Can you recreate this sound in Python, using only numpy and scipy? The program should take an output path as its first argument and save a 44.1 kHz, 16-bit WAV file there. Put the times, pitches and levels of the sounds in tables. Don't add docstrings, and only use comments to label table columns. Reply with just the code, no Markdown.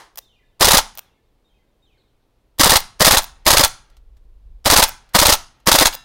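import sys
import numpy as np
from scipy import signal
from scipy.fft import rfft, irfft
from scipy.io import wavfile
from scipy.ndimage import uniform_filter1d, minimum_filter1d

SR = 44100
rng = np.random.default_rng(int(sys.argv[2]) if len(sys.argv) > 2 else 0)


def dump(signal):
    limited = np.clip(np.atleast_2d(signal).T, -1, 1)
    pcm = np.round(limited * 32767).astype(np.int16)
    wavfile.write(sys.argv[1], SR, pcm)


N = 266397
TIME_S = np.arange(N) / SR

# (first hammer fall [s], time per round [s], first bolt trip back and home [s], feeding level [dB])
BURSTS = [(0.6076, 0.062, .0368, -3.5), (2.595, 0.061, 0.038, 0), (3.0049, 0.061, 0.042, -1.5),
          (3.4632, 0.065, 0.041, 3), (4.657, .062, .0428, 2), (5.147, 0.067, 0.041, 4.5),
          (5.6706, 0.069, .0452, 0)]
ROUNDS_PER_BURST = 3
BOLT_LAG_S = 0.0008
BOUNCE_SHARE = 0.255
FIRING_DB, SLAM_DB, BOUNCE_DB = 0, 0.46, 2.5
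PRESSURE_LOSS_DB = 0.33

# (delay [s], level [dB], t60 [s], tilt [dB/octave])
FIRING_BLOWS = [(-.013, -40, 0.048, -0.5), (-.0085, -21.5, .018, 5), (-.0035, -20.5, .05, -1),
                (.001, -2, .028, 0.3), (.005, -9, .04, 1), (.009, -6.5, .04, -1.77),
                (.014, -4.5, 0.048, 1.62), (.019, -6.5, 0.06, 0)]
# (delay [s], level [dB], t60 [s], tilt [dB/octave])
FEEDING_BLOWS = [(-.007, -19.5, .04, 0), (-.0038, -12.5, .04, -1.9)]
# (delay [s], level [dB], t60 [s], tilt [dB/octave])
SLAM_BLOWS = [(0, 0.5, .03, -0.5), (.0028, -1, 0.019, 1.5)]
# (delay [s], level [dB], t60 [s], tilt [dB/octave])
BOUNCE_BLOWS = [(0, -1, 0.024, 2.5), (.006, -14.5, 0.061, -1)]
# (delay [s], mean frequency [Hz], level [dB], t60 [s])
FIRING_JOLTS = [(.0002, 91.4, -7, .018), (.0036, 228.3, -11.5, 0.053), (.0096, 255, -11, .026),
                (0.0111, 583, -13, .045)]
# (delay [s], mean frequency [Hz], level [dB], t60 [s])
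CLOSING_JOLTS = [(.001, 43.58, -2.5, 0.028), (.002, 24.09, -24.5, 0.32)]
# (frequency [Hz], level [dB])
FIRING_COLOUR = [(120, -23), (300, -6), (450, -5), (580, 0), (720, 0), (1050, 3.5), (1400, -4), (1850, 0),
                 (2400, -7), (4000, -2), (7500, -8.5), (12000, -10), (16000, -14.5)]
# (frequency [Hz], level [dB])
CLOSING_COLOUR = [(120, -19.5), (300, -14), (500, -4), (900, 1.5), (1300, 0.5), (1600, -2.5), (2400, -4),
                  (4000, 1), (7500, -6), (12000, -8.5), (13300, -10.5), (16000, -15.5)]
# (frequency [Hz], width [Hz], boost [dB])
RECEIVER_MODES = [(602, 45, -3.5), (1123, 11, -9), (1230, 30, -6), (1886, 28, -3.5), (3690, 120, -8.5),
                  (5030, 180, 0.5), (7640, 77, -6), (9500, 88, -1), (14000, 400, -12.5)]
# (frequency [Hz], width [Hz], boost [dB])
BOLT_MODES = [(870, 90, -2), (1327, 51, -2.5), (2080, 59, -5.5), (3430, 66, -4.5), (6523, 91, -0.5),
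              (8870, 190, 1), (11610, 80, -7)]

GAS_DELAY_S, GAS_LENGTH_S, GAS_SWOOP_S = 0.0095, 0.021, 0.0055
GAS_START_HZ, GAS_END_HZ, GAS_DB = 150, 606.8, -15.5

# (last click [s], run length [s], level [dB])
RELEASES = [(0.1871, .013, -17.5), (0.9911, .017, -17.5), (2.804, 0.012, -16.5), (3.242, .021, -17),
            (3.678, 0.019, -18.5), (4.8912, 0.012, -16.5), (5.352, 0.015, -12), (5.95, 0.013, -16)]
# (lead [run lengths], level [dB])
RELEASE_CLICKS = [(2.3, -17), (1, -5), (.45, -3), (0, 0)]
# (frequency [Hz], level [dB])
RESET_COLOUR = [(200, -35.5), (390, -17), (520, 1.5), (1000, -4.5), (2000, -4), (4500, -2.5), (7000, -3.5),
                (11000, -4.5), (14000, -1), (16000, 0)]
# (frequency [Hz], width [Hz], boost [dB])
SEAR_MODES = [(15000, 200, -0.5), (13400, 400, 2.5)]
# (time [s], level [dB])
HANDLING_TICKS = [(3.899, -57), (3.9674, -53), (4.1682, -59.5), (5.09, -54.5), (5.6, -59)]

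# (time [s], level [dB])
PELLET_HIT = (5.927, -37.5)
# (frequency [Hz], level [dB], t60 [s])
TARGET_MODES = [(1330, -10, 0.56), (1783, -12, 0.69), (2740, -9, 0.6), (2848, -5, .22), (3461, -1, 0.24),
                (3880, -6, 0.6), (4830, 2, 0.17), (5076, -7, 0.45), (6600, -7, .2)]

# (frequency [Hz], level [dB])
SHELTER_COLOUR = [(60, -13), (250, -4.5), (500, -1), (900, -1.5), (2400, 1), (3800, -4), (6000, -1.5),
                  (10000, -2.5), (16000, -6)]
# (frequency [Hz], t60 [s])
SHELTER_T60 = [(100, 0.68), (500, 0.22), (1000, 0.4), (2500, 0.3), (4000, .35), (9000, 0.29), (16000, 0.19)]
FAR_ECHO_S, FAR_ECHO_DB, FAR_ECHO_CUT_HZ = 0.27, -32.5, 3100

# (start [s], length [s], time per note [s], slur [0-1], level [dB])
BIRD_CALLS = [(.214, .24, .0343, 0, -59), (1.01, .2, .04, 0, -68), (1.442, .21, .045, .1, -68),
              (1.82, .17, .036, .6, -64)]
# (start [s], length [s], start pitch [Hz], end pitch [Hz], level [dB])
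BIRD_CHIRPS = [(1.972, 0.059, 4670, 3450, -68)]
# (delay [s], level [dB])
BIRD_ECHOES = [(.04, -11.5), (.098, -11), (.226, -14.5)]
BIRD_TOP_HZ, BIRD_BOTTOM_HZ = 3680, 1700
BIRD_FADE_DB = 8.5
BIRD_STRAY = 0.04
FLICK_HZ, FLICK_S = 850, 0.0074

# (time [s], level [dB])
BREEZE_LEVEL = [(0, -64), (2.4, -63), (2.9, -54), (3.4, -49), (3.85, -60), (3.92, -47), (4.42, -46.5),
                (4.52, -37), (4.62, -48.5), (5.0, -53), (6.04, -62.5)]
# (frequency [Hz], level [dB])
BREEZE_COLOUR = [(15, -3), (30, 3.5), (50, 0.5), (85, -17.5), (150, -33), (400, -53), (2000, -93.5)]
# (frequency [Hz], level [dB])
GARDEN_COLOUR = [(35, -29.5), (60, -5), (168, -11.5), (469, -12), (621, -17), (803, -19), (903, -20),
                 (1660, -28.5), (3760, -30), (6740, -38.5), (14600, -40), (16000, -43.5)]
GARDEN_DB = -67

RECORDER_CUTOFF_HZ = 15900


def rifle():
    fire_s, trip_s, fire_db, feed_db = rounds()
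    slam_s = fire_s + trip_s
    bounce_s = slam_s + BOUNCE_SHARE * trip_s
    slam_db = np.full_like(fire_s, SLAM_DB)
    bounce_db = np.full_like(fire_s, BOUNCE_DB)
    firing = stroke(fire_s, fire_db, FIRING_BLOWS, FIRING_COLOUR, scatter_s=0.0004, scatter_db=2.65)
    feeding = stroke(slam_s, feed_db, FEEDING_BLOWS, CLOSING_COLOUR, scatter_s=0.00069, scatter_db=2.0)
    slam = stroke(slam_s, slam_db, SLAM_BLOWS, CLOSING_COLOUR, scatter_s=0.0001, scatter_db=1.0)
    bounce = stroke(bounce_s, bounce_db, BOUNCE_BLOWS, CLOSING_COLOUR, scatter_s=0.0002, scatter_db=1.77)
    recoil = thumps(fire_s, fire_db, FIRING_JOLTS) + thumps(slam_s, slam_db, CLOSING_JOLTS)
    closing = feeding + slam + bounce
    return resonate(firing, RECEIVER_MODES) + resonate(closing, BOLT_MODES) + recoil


def rounds():
    rows = []
    for start_s, cycle_s, trip_s, feed_db in BURSTS:
        for k in range(ROUNDS_PER_BURST):
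            fire_db = FIRING_DB - k * PRESSURE_LOSS_DB
            rows.append((start_s + k * cycle_s, trip_s + k * BOLT_LAG_S, fire_db, feed_db))
    return np.transpose(rows)


def stroke(times_s, levels_db, contacts, colour, scatter_s, scatter_db):
    track = np.zeros(N)
    for delay_s, db, t60_s, tilt_db in contacts:
        crashes = blows(times_s + delay_s, levels_db + db, t60_s, scatter_s, scatter_db)
        track += coloured(crashes, colour, tilt_db)
    return track


def blows(times_s, levels_db, t60_s, scatter_s, scatter_db, alike=0.41, grain_db=1.0, rise_s=0.00046):
    t = np.arange(int(0.09 * SR)) / SR
    envelope = fade(t, t60_s) * (1 - np.exp(-t / rise_s))
    common = rng.standard_normal(len(t))
    track = np.zeros(N)
    for s, db in zip(times_s, levels_db):
        late, harder = rng.standard_normal(2)
        crash = np.sqrt(alike) * common + np.sqrt(1 - alike) * rng.standard_normal(len(t))
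        grain = rms_one(uniform_filter1d(rng.standard_normal(len(t)), size=40))
        chatter = rms_one(from_db(grain_db * grain))
        gain = from_db(db + scatter_db * harder)
        add(track, s + scatter_s * late, gain * envelope * chatter * crash)
    return track


def thumps(times_s, levels_db, jolts, spread=0.29):
    t = np.arange(SR // 4) / SR
    track = np.zeros(N)
    for s, round_db in zip(times_s, levels_db):
        for delay_s, mean_hz, db, t60_s in jolts:
            hz = mean_hz * (1 + spread * rng.standard_normal())
            swing = -np.sin(2 * np.pi * hz * t)
            add(track, s + delay_s, from_db(db + round_db) * swing * fade(t, t60_s))
    return track


def resonate(x, modes):
    out = x.copy()
    driven = x + 1e-18
    for hz, width_hz, db in modes:
        r = np.exp(-np.pi * abs(width_hz) / SR)
        poles = [1, -2 * r * np.cos(2 * np.pi * hz / SR), r * r]
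        out += from_db(db) * (1 - r * r) / 2 * signal.lfilter([1, 0, -1], poles, driven)
    return out


def gas_note(scatter=0.032):
    fire_s, _, fire_db, _ = rounds()
    t = np.arange(int(GAS_LENGTH_S * SR)) / SR
    track = np.zeros(N)
    glide_hz = GAS_END_HZ + (GAS_START_HZ - GAS_END_HZ) * np.exp(-t / GAS_SWOOP_S)
    for s, db in zip(fire_s, fire_db):
        hz = glide_hz * (1 + scatter * rng.standard_normal())
        note = whistle(hz, GAS_DB + db, overtone_db=-1.5, waver=0.025, edge_s=0.005)
        add(track, s + GAS_DELAY_S, note)
    return track


def trigger():
    rows = [(end_s - lead * run_s, level_db + click_db)
            for end_s, run_s, level_db in RELEASES
            for lead, click_db in RELEASE_CLICKS]
    times_s, levels_db = np.transpose(rows)
    clicks = blows(times_s, levels_db, t60_s=0.012, scatter_s=0, scatter_db=0)
    return resonate(coloured(clicks, RESET_COLOUR), SEAR_MODES)


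def handling(t60_s=0.05):
    times_s, levels_db = np.transpose(HANDLING_TICKS)
    return coloured(blows(times_s, levels_db, t60_s, scatter_s=0, scatter_db=0.5), CLOSING_COLOUR)


def target(crack_db=9, crack_t60_s=0.092):
    hit_s, level_db = PELLET_HIT
    t = np.maximum(TIME_S - hit_s, 0)
    crack = blows([hit_s], [level_db + crack_db], crack_t60_s, scatter_s=0, scatter_db=8)
    out = coloured(crack, CLOSING_COLOUR)
    for hz, db, t60_s in TARGET_MODES:
        out += from_db(level_db + db) * np.sin(2 * np.pi * hz * t) * fade(t, t60_s)
    return out


def in_shelter(x, turn_s=0.0076, count=3):
    echo = np.zeros(N)
    for k in range(count):
        away = np.abs((TIME_S / turn_s - k) % count - count / 2)
        share = np.cos(np.pi / 2 * np.minimum(away, 1))
        echo += signal.oaconvolve(x * share, shelter_response())[:N]
    return echo


def shelter_response(build_s=0.0066):
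    t = np.arange(SR) / SR
    noise = rfft(rng.standard_normal(SR))
    hz = np.fft.rfftfreq(SR, 1 / SR)
    edges_hz = np.geomspace(40, 18000, 14)
    tail = np.zeros(SR)
    for low, high in zip(edges_hz, edges_hz[1:]):
        band = irfft(noise * (hz >= low) * (hz < high), SR)
        tail += band * fade(t, at_hz(SHELTER_T60, np.sqrt(low * high)))
    tail = coloured(tail * (1 - np.exp(-t / build_s)), SHELTER_COLOUR)
    return tail / np.sqrt(np.sum(tail ** 2))


def bird():
    track = np.zeros(N)
    for s, length_s, note_s, slur, db in BIRD_CALLS:
        t = np.arange(int(length_s * SR)) / SR
        note, since_s = np.divmod(t, note_s)
        in_run = note > 0
        fallen_s = note * note_s + slur * (since_s - note_s / 2)
        descent = in_run * fallen_s / (length_s - note_s)
        stray = 1 + BIRD_STRAY * in_run * rng.standard_normal(size=32)[note.astype(int)]
        flick_hz = FLICK_HZ * in_run * np.exp(-(since_s / FLICK_S) ** 2)
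        hz = (BIRD_TOP_HZ + (BIRD_BOTTOM_HZ - BIRD_TOP_HZ) * descent) * stray + flick_hz
        add(track, s, whistle(hz, db - BIRD_FADE_DB * descent))
    for s, length_s, start_hz, end_hz, db in BIRD_CHIRPS:
        hz = np.linspace(start_hz, end_hz, int(length_s * SR))
        add(track, s, whistle(hz, db, waver=0.07))
    heard = track.copy()
    for delay_s, db in BIRD_ECHOES:
        add(heard, delay_s, from_db(db) * track)
    return heard


def whistle(hz, level_db, overtone_db=-18, waver=0.0075, edge_s=0.008):
    t = np.arange(len(hz)) / SR
    drift = rms_one(uniform_filter1d(rng.standard_normal(SR), size=200))[:len(hz)]
    phase = 2 * np.pi * np.cumsum(hz * (1 + waver * drift)) / SR
    envelope = from_db(level_db) * np.minimum(1, np.minimum(t, t[-1] - t) / edge_s)
    return envelope * (np.sin(phase) + from_db(overtone_db) * np.sin(2 * phase))


def outdoors(hum_hz=120, hum_db=-73, air_tilt_db=0.12):
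    air = rms_one(coloured(rng.standard_normal(N), GARDEN_COLOUR, air_tilt_db))
    breeze = rms_one(coloured(rng.standard_normal(N), BREEZE_COLOUR))
    breeze_db = np.interp(TIME_S, *np.transpose(BREEZE_LEVEL))
    hum = np.sin(2 * np.pi * hum_hz * TIME_S)
    return from_db(GARDEN_DB) * air + from_db(breeze_db) * breeze + from_db(hum_db) * hum


def coloured(x, colour, tilt_db=0, size=8192):
    hz = np.maximum(np.fft.rfftfreq(size, 1 / SR), 1)
    gain = rms_one(from_db(at_hz(colour, hz) + tilt_db * np.log2(hz)))
    cepstrum = irfft(np.log(gain + 1e-9))
    cepstrum[1:size // 2] *= 2
    cepstrum[size // 2 + 1:] = 0
    impulse = irfft(np.exp(rfft(cepstrum)))[:size // 2]
    return signal.oaconvolve(x, impulse)[:len(x)]


def from_db(db):
    return 10 ** (np.asarray(db) / 20)


def rms_one(x):
    return x / np.sqrt(np.mean(x ** 2) + 1e-20)


def at_hz(points, hz):
    f, value = np.transpose(points)
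    return np.interp(np.log(hz), np.log(f), value)


def fade(t, t60_s):
    return np.exp(-np.log(1000) * t / max(t60_s, 1e-3))


def add(track, s, sound):
    i = max(int(round(s * SR)), 0)
    track[i:i + len(sound)] += sound[:max(N - i, 0)]


def scene(echo_db=-22.5, bird_echo_db=-8, earlier_db=-12.5):
    gun = rifle() + gas_note() + trigger() + handling()
    song = bird()
    shelter = shelter_response()
    echo = from_db(echo_db) * in_shelter(gun)
    far_lowpass = signal.butter(2, FAR_ECHO_CUT_HZ, fs=SR, output="sos")
    dull = signal.sosfilt(far_lowpass, echo)
    add(echo, FAR_ECHO_S, from_db(FAR_ECHO_DB) * dull)
    earlier = coloured(shelter, FIRING_COLOUR, tilt_db=-1.65)[SR // 50:]
    add(echo, 0, from_db(earlier_db) * earlier)
    song_echo = from_db(bird_echo_db) * signal.oaconvolve(song, shelter)[:N]
    return (gun + echo + song + song_echo + target() + outdoors())[None]


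def record(dry, limit=1.9, top=0.9):
    gain = np.minimum(1, limit / (np.abs(dry) + 1e-9))
    gain = uniform_filter1d(minimum_filter1d(gain, size=45), size=45)
    held = top * np.tanh(dry * gain / top)
    highpass = signal.butter(1, 8, "high", fs=SR, output="sos")
    lowpass = signal.ellip(12, 0.1, 70, RECORDER_CUTOFF_HZ, fs=SR, output="sos")
    return signal.sosfilt(lowpass, signal.sosfilt(highpass, held))


dry = scene()
out = record(dry)
dump(out)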